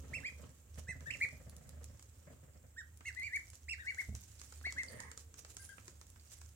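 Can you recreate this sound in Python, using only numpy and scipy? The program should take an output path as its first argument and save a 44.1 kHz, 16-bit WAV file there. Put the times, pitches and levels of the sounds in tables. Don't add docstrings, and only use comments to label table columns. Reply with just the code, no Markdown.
import sys
import numpy as np
from scipy import signal
from scipy.fft import rfft, irfft, next_fast_len
from scipy.io import wavfile
from scipy.ndimage import uniform_filter1d, minimum_filter1d, map_coordinates

SR = 44100
rng = np.random.default_rng(int(sys.argv[2]) if len(sys.argv) > 2 else 0)


def wav_out(sig):
    wavfile.write(sys.argv[1], SR, np.round(np.clip(np.atleast_2d(sig).T, -1, 1) * 32767).astype(np.int16))


N = 288855
TOP_HZ = 15950


def amp(db):
    return 10 ** (np.asarray(db) / 20)


def unit(x):
    return x / np.sqrt(np.mean(x ** 2) + 1e-20)


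def along(points, hz):
    f, v = np.transpose(points)
    return np.interp(np.log(hz + 1), np.log(f), v)


def curve(rows):
    return np.interp(np.arange(N) / SR, *np.transpose(rows))


def wobble(rate, size):
    return map_coordinates(rng.standard_normal(int(size * rate / SR) + 4), [np.arange(size) * rate / SR])


def filtered(x, response):
    n = x.shape[-1]
    m = next_fast_len(n + 8192)
    return irfft(rfft(x, m) * response(np.fft.rfftfreq(m, 1 / SR)), m)[..., :n]


def noise(spectrum, size):
    # frequency in Hz, likeness of left and right from 0 to 1.
    likeness = [(80, 1), (250, 0.84), (700, 0.45), (2000, 0), (6000, 0)]
    turn = lambda hz: np.arccos(np.clip(along(likeness, hz), -1, 1)) / 2
    colour = lambda hz: amp(along(spectrum, hz)) * [np.cos(turn(hz)), np.sin(turn(hz))]
    mid, side = filtered(rng.standard_normal((2, size)), colour)
    return unit(np.array([mid + side, mid - side]))


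def pan(left_db):
    return amp([[left_db / 2], [-left_db / 2]])


def add(track, s, sound):
    i = max(round(s * SR), 0)
    track[:, i:i + sound.shape[-1]] += sound[..., :N - i]


def background(hiss_db=-63):
    # pitch in Hz, random changes per second, level in dB.
    hum_tones = [(74.9, 9.8, -2.5), (104, 12, -10.5), (55, 17, -12.5)]
    # time in seconds, level in dB.
    hum_levels = [(0, -52), (.5, -63.5), (.8, -54.5), (1.9, -57.5), (2.15, -63), (3.5, -59.5), (4.2, -60),
                  (4.7, -59.5), (5.35, -58), (5.6, -61.5), (6.55, -62)]
    # frequency in Hz, strength in dB.
    hiss_colour = [(20, -62), (35, -40.5), (50, -20.5), (80, 8.5), (110, -8.5), (200, -15.5), (500, -23.5),
                   (1000, -30.5), (1600, -28), (3300, -34), (5000, -44), (7500, -21.5), (10000, -36.5),
                   (16000, -30)]
    t = np.arange(N) / SR
    tones = 0
    for hz, rate, db in hum_tones:
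        phase = 2 * np.pi * hz * t
        tones += amp(db) * unit(wobble(rate, N) * np.sin(phase) + wobble(rate, N) * np.cos(phase))
    hum = amp(curve(hum_levels) + 0.5) * unit(tones) * pan(left_db=-2.5)
    return hum + amp(hiss_db) * noise(hiss_colour, N) * pan(left_db=-2)


def strokes(rows, fall_db=14):
    t = np.arange(N) / SR
    return np.sqrt(sum(amp(db - fall_db * np.abs(t - s) / length) ** 2 for s, length, db in rows))


def crumb_ticks(count=2400, centre_hz=7400, scatter=0.17, decay_cycles=4, size_db=3.2):
    t = np.arange(200) / SR
    starts = rng.integers(0, N - len(t), (count, 1))
    hz = np.minimum(centre_hz * np.exp(scatter * rng.standard_normal((count, 1))), TOP_HZ)
    sizes = amp(size_db * np.minimum(rng.exponential(size=(count, 1)), 4))
    phases = rng.uniform(0, 2 * np.pi, (2, count, 1))
    pings = sizes * np.exp(-t * hz / decay_cycles) * np.sin(2 * np.pi * hz * t + phases)
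    samples = (starts + np.arange(len(t))).ravel()
    return unit(np.array([np.bincount(samples, side.ravel(), N) for side in pings]))


def crumb_rustle(grain_db=-3, tick_db=-4, clump_db=3):
    # time in seconds, level in dB.
    rustle_levels = [(0, -65), (.45, -67.5), (.68, -72.5), (1.65, -69.5), (2.3, -72.5), (2.75, -77.5),
                     (3.35, -65.5), (3.65, -71.5), (3.87, -63), (4.13, -70.5), (4.25, -62.5), (4.7, -63),
                     (5.3, -74.5), (6.15, -68), (6.55, -68)]
    # time of the peak in seconds, length in seconds, level in dB.
    stirs = [(.79, .04, -55.5), (1.19, .18, -58.5), (3.08, 0.056, -62.5), (3.55, 0.07, -64),
             (4.025, 0.065, -54), (4.19, 0.046, -55), (4.94, 0.27, -63), (5.19, .05, -59.5),
             (5.39, 0.016, -50.5), (5.505, 0.015, -46.5), (5.64, 0.24, -59.5), (5.88, 0.097, -61.5),
             (6.335, 0.036, -56.5), (6.425, 0.1, -65.5)]
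    # frequency in Hz, strength in dB.
    crunch_colour = [(400, -5.5), (1000, -7.5), (1600, -6), (3200, -6.5), (4600, -4.5), (7200, 3.5),
                     (9500, 1), (12000, -13), (16000, -18)]
    # frequency in Hz, boost or cut of the rustle in dB.
    down_and_cloth = [(3000, 0), (7000, -2), (10000, -4.5), (12500, 3.5), (16000, 3.5)]
    grains = unit(amp(-wobble(900, N))) * noise(crunch_colour, N)
    stirring = np.hypot(amp(curve(rustle_levels)), strokes(stirs))
    clumps = amp(clump_db * wobble(70, N))
    crumbs = stirring * clumps * (amp(grain_db) * grains + amp(tick_db) * crumb_ticks())
    return filtered(crumbs, lambda hz: amp(along(down_and_cloth, hz))) * pan(left_db=-6)


def dabbles(thud_db=-1, box_db=-5, rise_s=0.00822):
    # start in seconds, number of strokes, first and last gap in seconds,
    # first and last level in dB.
    bouts = [(0.04, 4, 0.068, .052, -53.5, -56), (0.395, 3, 0.047, .048, -53.5, -58.5),
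             (0.778, 2, 0.11, .108, -49.5, -51), (0.956, 3, 0.058, .061, -53, -54.5),
             (1.153, 6, 0.091, .058, -53.5, -55), (1.572, 7, 0.039, .041, -58, -56.5),
             (1.898, 2, .048, .048, -56.5, -62.5), (2.271, 2, 0.031, .038, -52, -56),
             (2.431, 4, 0.05, .089, -60, -59)]
    # frequency in Hz, strength in dB.
    thud_colour = [(30, -51.5), (55, -2), (90, 9), (160, 11), (260, -3.5), (380, -12), (550, 2.5),
                   (680, -5.5), (900, -17.5), (2000, -10.5), (5000, -53.5)]
    # pitch in Hz, level in dB, seconds to fade by 60 dB.
    box_notes = [(150.5, 10.5, 0.11), (252.5, -12.5, 0.42), (600, -2.5, 0.075), (713, -19, 0.24)]
    out, t = np.zeros((2, N)), np.arange(SR // 8) / SR
    swell = t / rise_s * np.exp(1 - t / rise_s)
    for start, count, first_gap, last_gap, first_db, last_db in bouts:
        times = start + np.cumsum([0, *np.linspace(first_gap, last_gap, count - 1)])
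        for s, db in zip(times, np.linspace(first_db, last_db, count)):
            thud = amp(thud_db) * swell * noise(thud_colour, len(t))
            box = amp(box_db) * ring(box_notes, t) * (1 - np.exp(-t / rise_s))
            add(out, s - rise_s / 2, amp(db) * (thud + box))
    return out * pan(left_db=-1)


def ring(notes, t):
    return sum(amp(db + rng.normal(0, 0.84) - 60 * t / t60) * np.sin(2 * np.pi * hz * t)
               for hz, db, t60 in notes)


def wall_echo(sound, tail_db):
    # left and right delay in milliseconds, level in dB.
    bounces = [(2.3, 7.8, -13), (4.6, 3.8, -16.5), (7.1, 8.2, -19), (11.3, 10.1, -30.5), (15.2, 18, -15.5)]
    # frequency in Hz, seconds to fade by 60 dB.
    fade_times = [(200, 0.21), (2200, 0.27), (5000, 0.25), (12000, 0.019)]
    hz, t, spectrum = signal.stft(rng.standard_normal((2, SR // 2)), SR, nperseg=256)
    fading = amp(-60 * t / along(fade_times, hz)[:, None])
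    tail = signal.istft(spectrum * fading, SR, nperseg=256)[1]
    tail = amp(tail_db) * tail / np.linalg.norm(tail[0])
    echo = np.pad(tail, ((0, 0), (SR // 100, 0)))
    for left_ms, right_ms, db in bounces:
        echo[0, round(left_ms * SR / 1000)] += amp(db)
        echo[1, round(right_ms * SR / 1000)] += amp(db)
    return signal.fftconvolve(sound, echo, axes=1)[:, :N]


def pitch_arches(peeps):
    pitch, place, row = np.zeros(N), np.zeros(N), np.zeros(N, int)
    for k, (s, rise, fall, low_hz, top_hz, pointed, *_) in enumerate(peeps):
        i = np.arange(round(s * SR), round((s + rise + fall) * SR))
        position = np.interp(i / SR, [s, s + rise, s + rise + fall], [-1, 0, 1])
        hz = low_hz + (top_hz - low_hz) * np.abs(np.cos(np.pi * position / 2)) ** pointed
        higher = hz > pitch[i]
        i = i[higher]
        pitch[i], place[i], row[i] = hz[higher], position[higher], k
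    return pitch, place, row


def ducklings(jitter=0.0022, shimmer_db=1.05, join_width=0.021, press_db=28, rasp_db=2.5, ends_db=-5):
    # start, rise and fall in seconds, lowest and top pitch in Hz, how pointed the arch is,
    # level in dB, fade from top to end in dB, second and upper harmonics in dB, second voice's pitch
    # as a multiple of the first's, its level in dB, left over right in dB, left lead in milliseconds.
    peeps = [ (0.128, .030, .047, 1598, 2730, 1.3, -44.5, 6.5, -19, -18, 1.2, -34, -6.5, 0.054),
             (0.23, 0.045, 0.027, 1560, 2500, 1.52, -41.5, 5.5, -18, -26.5, 1.32, -18, -2.5, 0.11),
             (0.868, 0.032, .037, 1434, 2059, 0.98, -41.5, -2, -25, -12, 1.28, -13.5, -3, 0.032),
             (1.057, 0.023, 0.024, 1508, 1865, .9, -35.5, 1.5, -24.5, -25, 1.43, -26.5, 7, -0.22),
             (1.099, .022, 0.046, 1585, 3073, 1.4, -41.5, 6, -15.5, -17, 1.2, -33, -6.5, 0.12),
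             (1.203, 0.032, .023, 1420, 2265, .6, -32, -0.5, -21.5, -25, 1.076, -1, -1, -0.083),
             (2.762, 0.026, 0.033, 1420, 1890, 1, -37.5, -4.5, -18.5, -17, 1.37, -48, -3.5, 0.098),
             (3.043, 0.025, 0.043, 1430, 2205, .85, -44.5, -8, -21.5, -12, 1.275, -6.5, -2.4, 0.04),
             (3.157, 0.037, 0.075, 1560, 2075, .55, -42.5, 0, -26, -29, 1.2, -22, 8.5, 0.097),
             (3.194, 0.065, 0.037, 1662, 2390, 1.2, -42.5, 2.5, -19, -23.5, 1.2, -22.5, -4.2, 0.072),
             (3.301, 0.064, 0.014, 1700, 2286, 2.4, -35, -5, -23.5, -23.5, 0.71, -33, 1.5, .1),
             (3.679, .026, .047, 1528, 2795, 0.97, -43, -3, -10, -15.5, 0.98, -37, -3.5, -0.092),
             (3.78, 0.026, .035, 1438, 1890, 1.2, -41, 0, -17, -31, 0.82, -57, 6.5, -0.2),
             (3.843, .051, .034, 1506, 2286, 1.9, -38.5, 0.5, -23, -33, 1.25, -20.5, 2.5, 0.14),
             (3.970, .031, 0.025, 1428, 2215, 1.35, -37.5, 1, -35, -45, 1.16, -35, 5.5, 0.12),
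             (4.64, .031, 0.056, 1482, 2240, 1.06, -39.5, 9.5, -15.5, -42, 1.23, -20, 2, 0.11),
             (4.762, .037, .043, 1524, 2140, 1.28, -37, 5.5, -26, -27.5, 1.25, -25, 1.5, 0.13),
             (5.592, .015, .035, 1495, 1610, 1, -49.5, 5, -28, -7, 1.3, -10, 11, 0.039),
             (5.689, .013, 0.031, 1493, 1630, 1, -40, 1.5, -18, -23, 1.26, -19, 13, 0.035)]
    # pitch in Hz, boost or cut in dB.
    throat = [(1450, -17.5), (1800, -14.5), (2000, -0.5), (2150, -2.5), (2300, 0), (2450, -1.5),
              (2750, 1.5), (2880, -19.5), (3100, -17)]
    # frequency in Hz, boost or cut in dB.
    bill = [(4500, -2), (6300, -5), (7200, 9.5), (8200, 1.5), (9500, -5.5), (14000, -14)]
    arch, place, row = pitch_arches(peeps)
    voiced = arch > 0
    soft_edges = uniform_filter1d(minimum_filter1d(1. * voiced, size=130), size=130)[voiced]
    arch, place, n = arch[voiced], place[voiced], voiced.sum()
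    settings = np.transpose(peeps)[4:, row[voiced]]
    top_hz, _, db, fade_db, octave_db, upper_db, ratio, second_db, left_db, lead_ms = settings
    below_top = np.abs(1 - arch / top_hz)
    pitch = arch * (1 + jitter * wobble(506, n))
    lead_s = np.array([[.5], [-.5]]) * lead_ms / 1000
    phase_of = lambda hz: 2 * np.pi * (np.cumsum(hz) / SR + hz * lead_s)
    phase = phase_of(pitch)
    whistle = np.sin(phase)
    harmonics = [(2, octave_db)]
    harmonics += [(k, upper_db - 4 * (k - 3) + along(bill, k * arch)) for k in (3, 4, 5)]
    for k, harmonic_db in harmonics:
        strength = amp(harmonic_db - press_db * below_top + rasp_db * wobble(452, n))
        whistle += strength * np.sin(k * phase + 0.52 * wobble(462, n))
    joined = amp(second_db) * np.exp(-(below_top * (ratio - 1) / join_width) ** 2 / 2)
    tone = (whistle + joined * np.sin(phase_of(ratio * pitch))) / np.sqrt(1 + joined ** 2)
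    shape_db = along(throat, arch) - fade_db * place + ends_db * place ** 4
    level_db = db + shape_db + shimmer_db * wobble(290, n)
    out = np.zeros((2, N))
    out[:, voiced] = np.sqrt(2) * tone * soft_edges * amp(level_db + np.array([left_db, -left_db]) / 2)
    return out


def towel_scuffs(drag_db=3):
    # time of the peak in seconds, length in seconds, level in dB.
    scuffs = [(.14, 0.23, -56.5), (.44, 0.071, -58), (1.2, 1.56, -67.5), (1.83, 0.23, -66),
              (2.33, 0.16, -66), (4.78, .06, -57.5), (4.94, 0.16, -55.5), (5.3, 1, -71.5),
              (5.9, 0.19, -67.5)]
    # frequency in Hz, strength in dB.
    towel_colour = [(60, -11.5), (120, 12.5), (200, 8.5), (280, 4), (380, -3), (550, 4), (750, -12),
                    (1200, -4.5), (1900, -22), (3000, -12.5), (12000, -43.5)]
    drag = unit(amp(drag_db * wobble(90, N)))
    return strokes(scuffs) * drag * noise(towel_colour, N) * pan(left_db=-1)


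def pecks(knock_db=6, snap_db=-20, snap_trade=0.4):
    # start in seconds, level in dB, extra level for the bowl's knock in dB.
    hits = [(0.757, -57, -14), (1.0067, -51, -9.5), (1.2868, -51.5, -13), (1.4963, -50, -62),
            (1.5656, -51, -53), (1.692, -49, -52), (1.8425, -46.5, -43.5), (1.9948, -50, -16),
            (2.0253, -48, -34), (2.9734, -57.5, -59), (3.0075, -58, 1), (3.1484, -50, -23),
            (3.1975, -52.5, -60), (3.232, -50, -19), (3.3607, -46.5, -58), (3.394, -54.5, -14.5),
            (3.5017, -50.5, -53), (3.533, -52, -14), (3.554, -50, -44), (3.9466, -47.5, -17.5),
            (4.151, -40.5, -18.5), (4.4155, -42.5, -17), (4.524, -46.5, -13), (4.6124, -61.5, 0.5),
            (4.6658, -56.5, 3), (4.7242, -38.5, -20), (4.8335, -40, -20), (5.003, -38.5, -21),
            (5.1153, -41, -16.5), (5.1756, -40, -22), (5.341, -48.5, -13.5), (5.4486, -45.5, -12.5),
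            (5.5678, -37, -21), (5.692, -55, -61), (5.782, -64.5, 10), (5.88, -45, -15), (6.0136, -47, -14),
            (6.068, -58, -51), (6.1015, -54, -48), (6.16, -60, -3.5), (6.318, -51, -26),
            (6.415, -48.5, -15.5)]
    # frequency in Hz, strength in dB.
    click_colour = [(300, -16), (2500, -6.5), (4200, -4), (7000, 7), (9000, -1), (11000, -66), (16000, -46)]
    knock_colour = [(100, -0.5), (450, 3), (750, -2), (1300, 5.5), (2500, -2.5), (4000, -13), (9000, -63)]
    snap_colour = [(6000, -24), (10000, 9.5), (13000, 0), (16000, -15)]
    click_s, knock_s, snap_s = 0.015, 0.032, 0.009
    out, t = np.zeros((2, N)), np.arange(SR // 12) / SR
    for s, db, bowl_db in hits:
        click = noise(click_colour, len(t)) * amp(-60 * t / click_s)
        knock = noise(knock_colour, len(t)) * amp(knock_db + bowl_db - 60 * t / knock_s)
        snap = noise(snap_colour, len(t)) * amp(snap_db - snap_trade * bowl_db - 60 * t / snap_s)
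        add(out, s, amp(db) * (click + knock + snap))
    return out * pan(left_db=-2)


def scrapes(chatter_db=4):
    # start and length in seconds, centre and width of the band in Hz, level in dB.
    rubs = [(0.77, 0.039, 2170, 3620, -65.5), (4.76, 0.4, 8900, 902, -67.5), (4.839, .33, 1920, 513, -59.5),
            (4.838, .18, 564, 224, -62), (4.881, .009, 4650, 600, -51.5), (4.989, .12, 1010, 380, -60),
            (5.573, .14, 9640, 2420, -62.5), (5.693, 0.11, 9200, 992, -73)]
    out = np.zeros((2, N))
    for s, length, hz, width, db in rubs:
        n = int(length * SR)
        band = filtered(rng.standard_normal((2, n)), lambda f: 1 / (1 + (2 * (f - hz) / width) ** 4))
        swell = np.sin(np.pi * np.arange(n) / n)
        add(out, s, amp(db + chatter_db * wobble(116.8, n)) * unit(band) * swell)
    return out * pan(left_db=-5)


def bumps(rise_s=0.0034):
    # start in seconds, level in dB.
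    landings = [(4.087, -36.5), (4.124, -44), (4.142, -42.5)]
    # pitch in Hz, level in dB, seconds to fade by 60 dB.
    floor_notes = [(74.2, 3, 0.18), (109.1, -5.5, 0.19), (205.5, -10, 0.34), (229.6, -16, 0.15),
                   (430, -12, 0.042), (651, -12, 0.031)]
    # start in seconds, pitch in Hz, level in dB, seconds to fade by 60 dB.
    nudges = [(4.667, 714, -37.5, 0.02), (4.90, 520, -81, 0.39), (5.05, 451, -74, 5),
              (5.88, 354, -49, 0.052)]
    out, t = np.zeros((2, N)), np.arange(SR // 2) / SR
    soft_start = 1 - np.exp(-t / rise_s)
    for s, db in landings:
        add(out, s, amp(db) * ring(floor_notes, t) * soft_start)
    for s, *note in nudges:
        add(out, s, ring([note], t) * soft_start)
    return out * pan(left_db=-3)


def scene():
    voices = ducklings()
    feeding = pecks() + dabbles() + crumb_rustle() + towel_scuffs() + scrapes()
    echoes = wall_echo(voices, tail_db=-13) + wall_echo(feeding, tail_db=-11.5)
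    return voices + feeding + echoes + bumps() + background()


def record(dry, low_hz=42):
    return filtered(dry, lambda hz: (hz < TOP_HZ) * (hz / low_hz) ** 4 / np.sqrt(1 + (hz / low_hz) ** 8))


dry = scene()
out = record(dry)
wav_out(out)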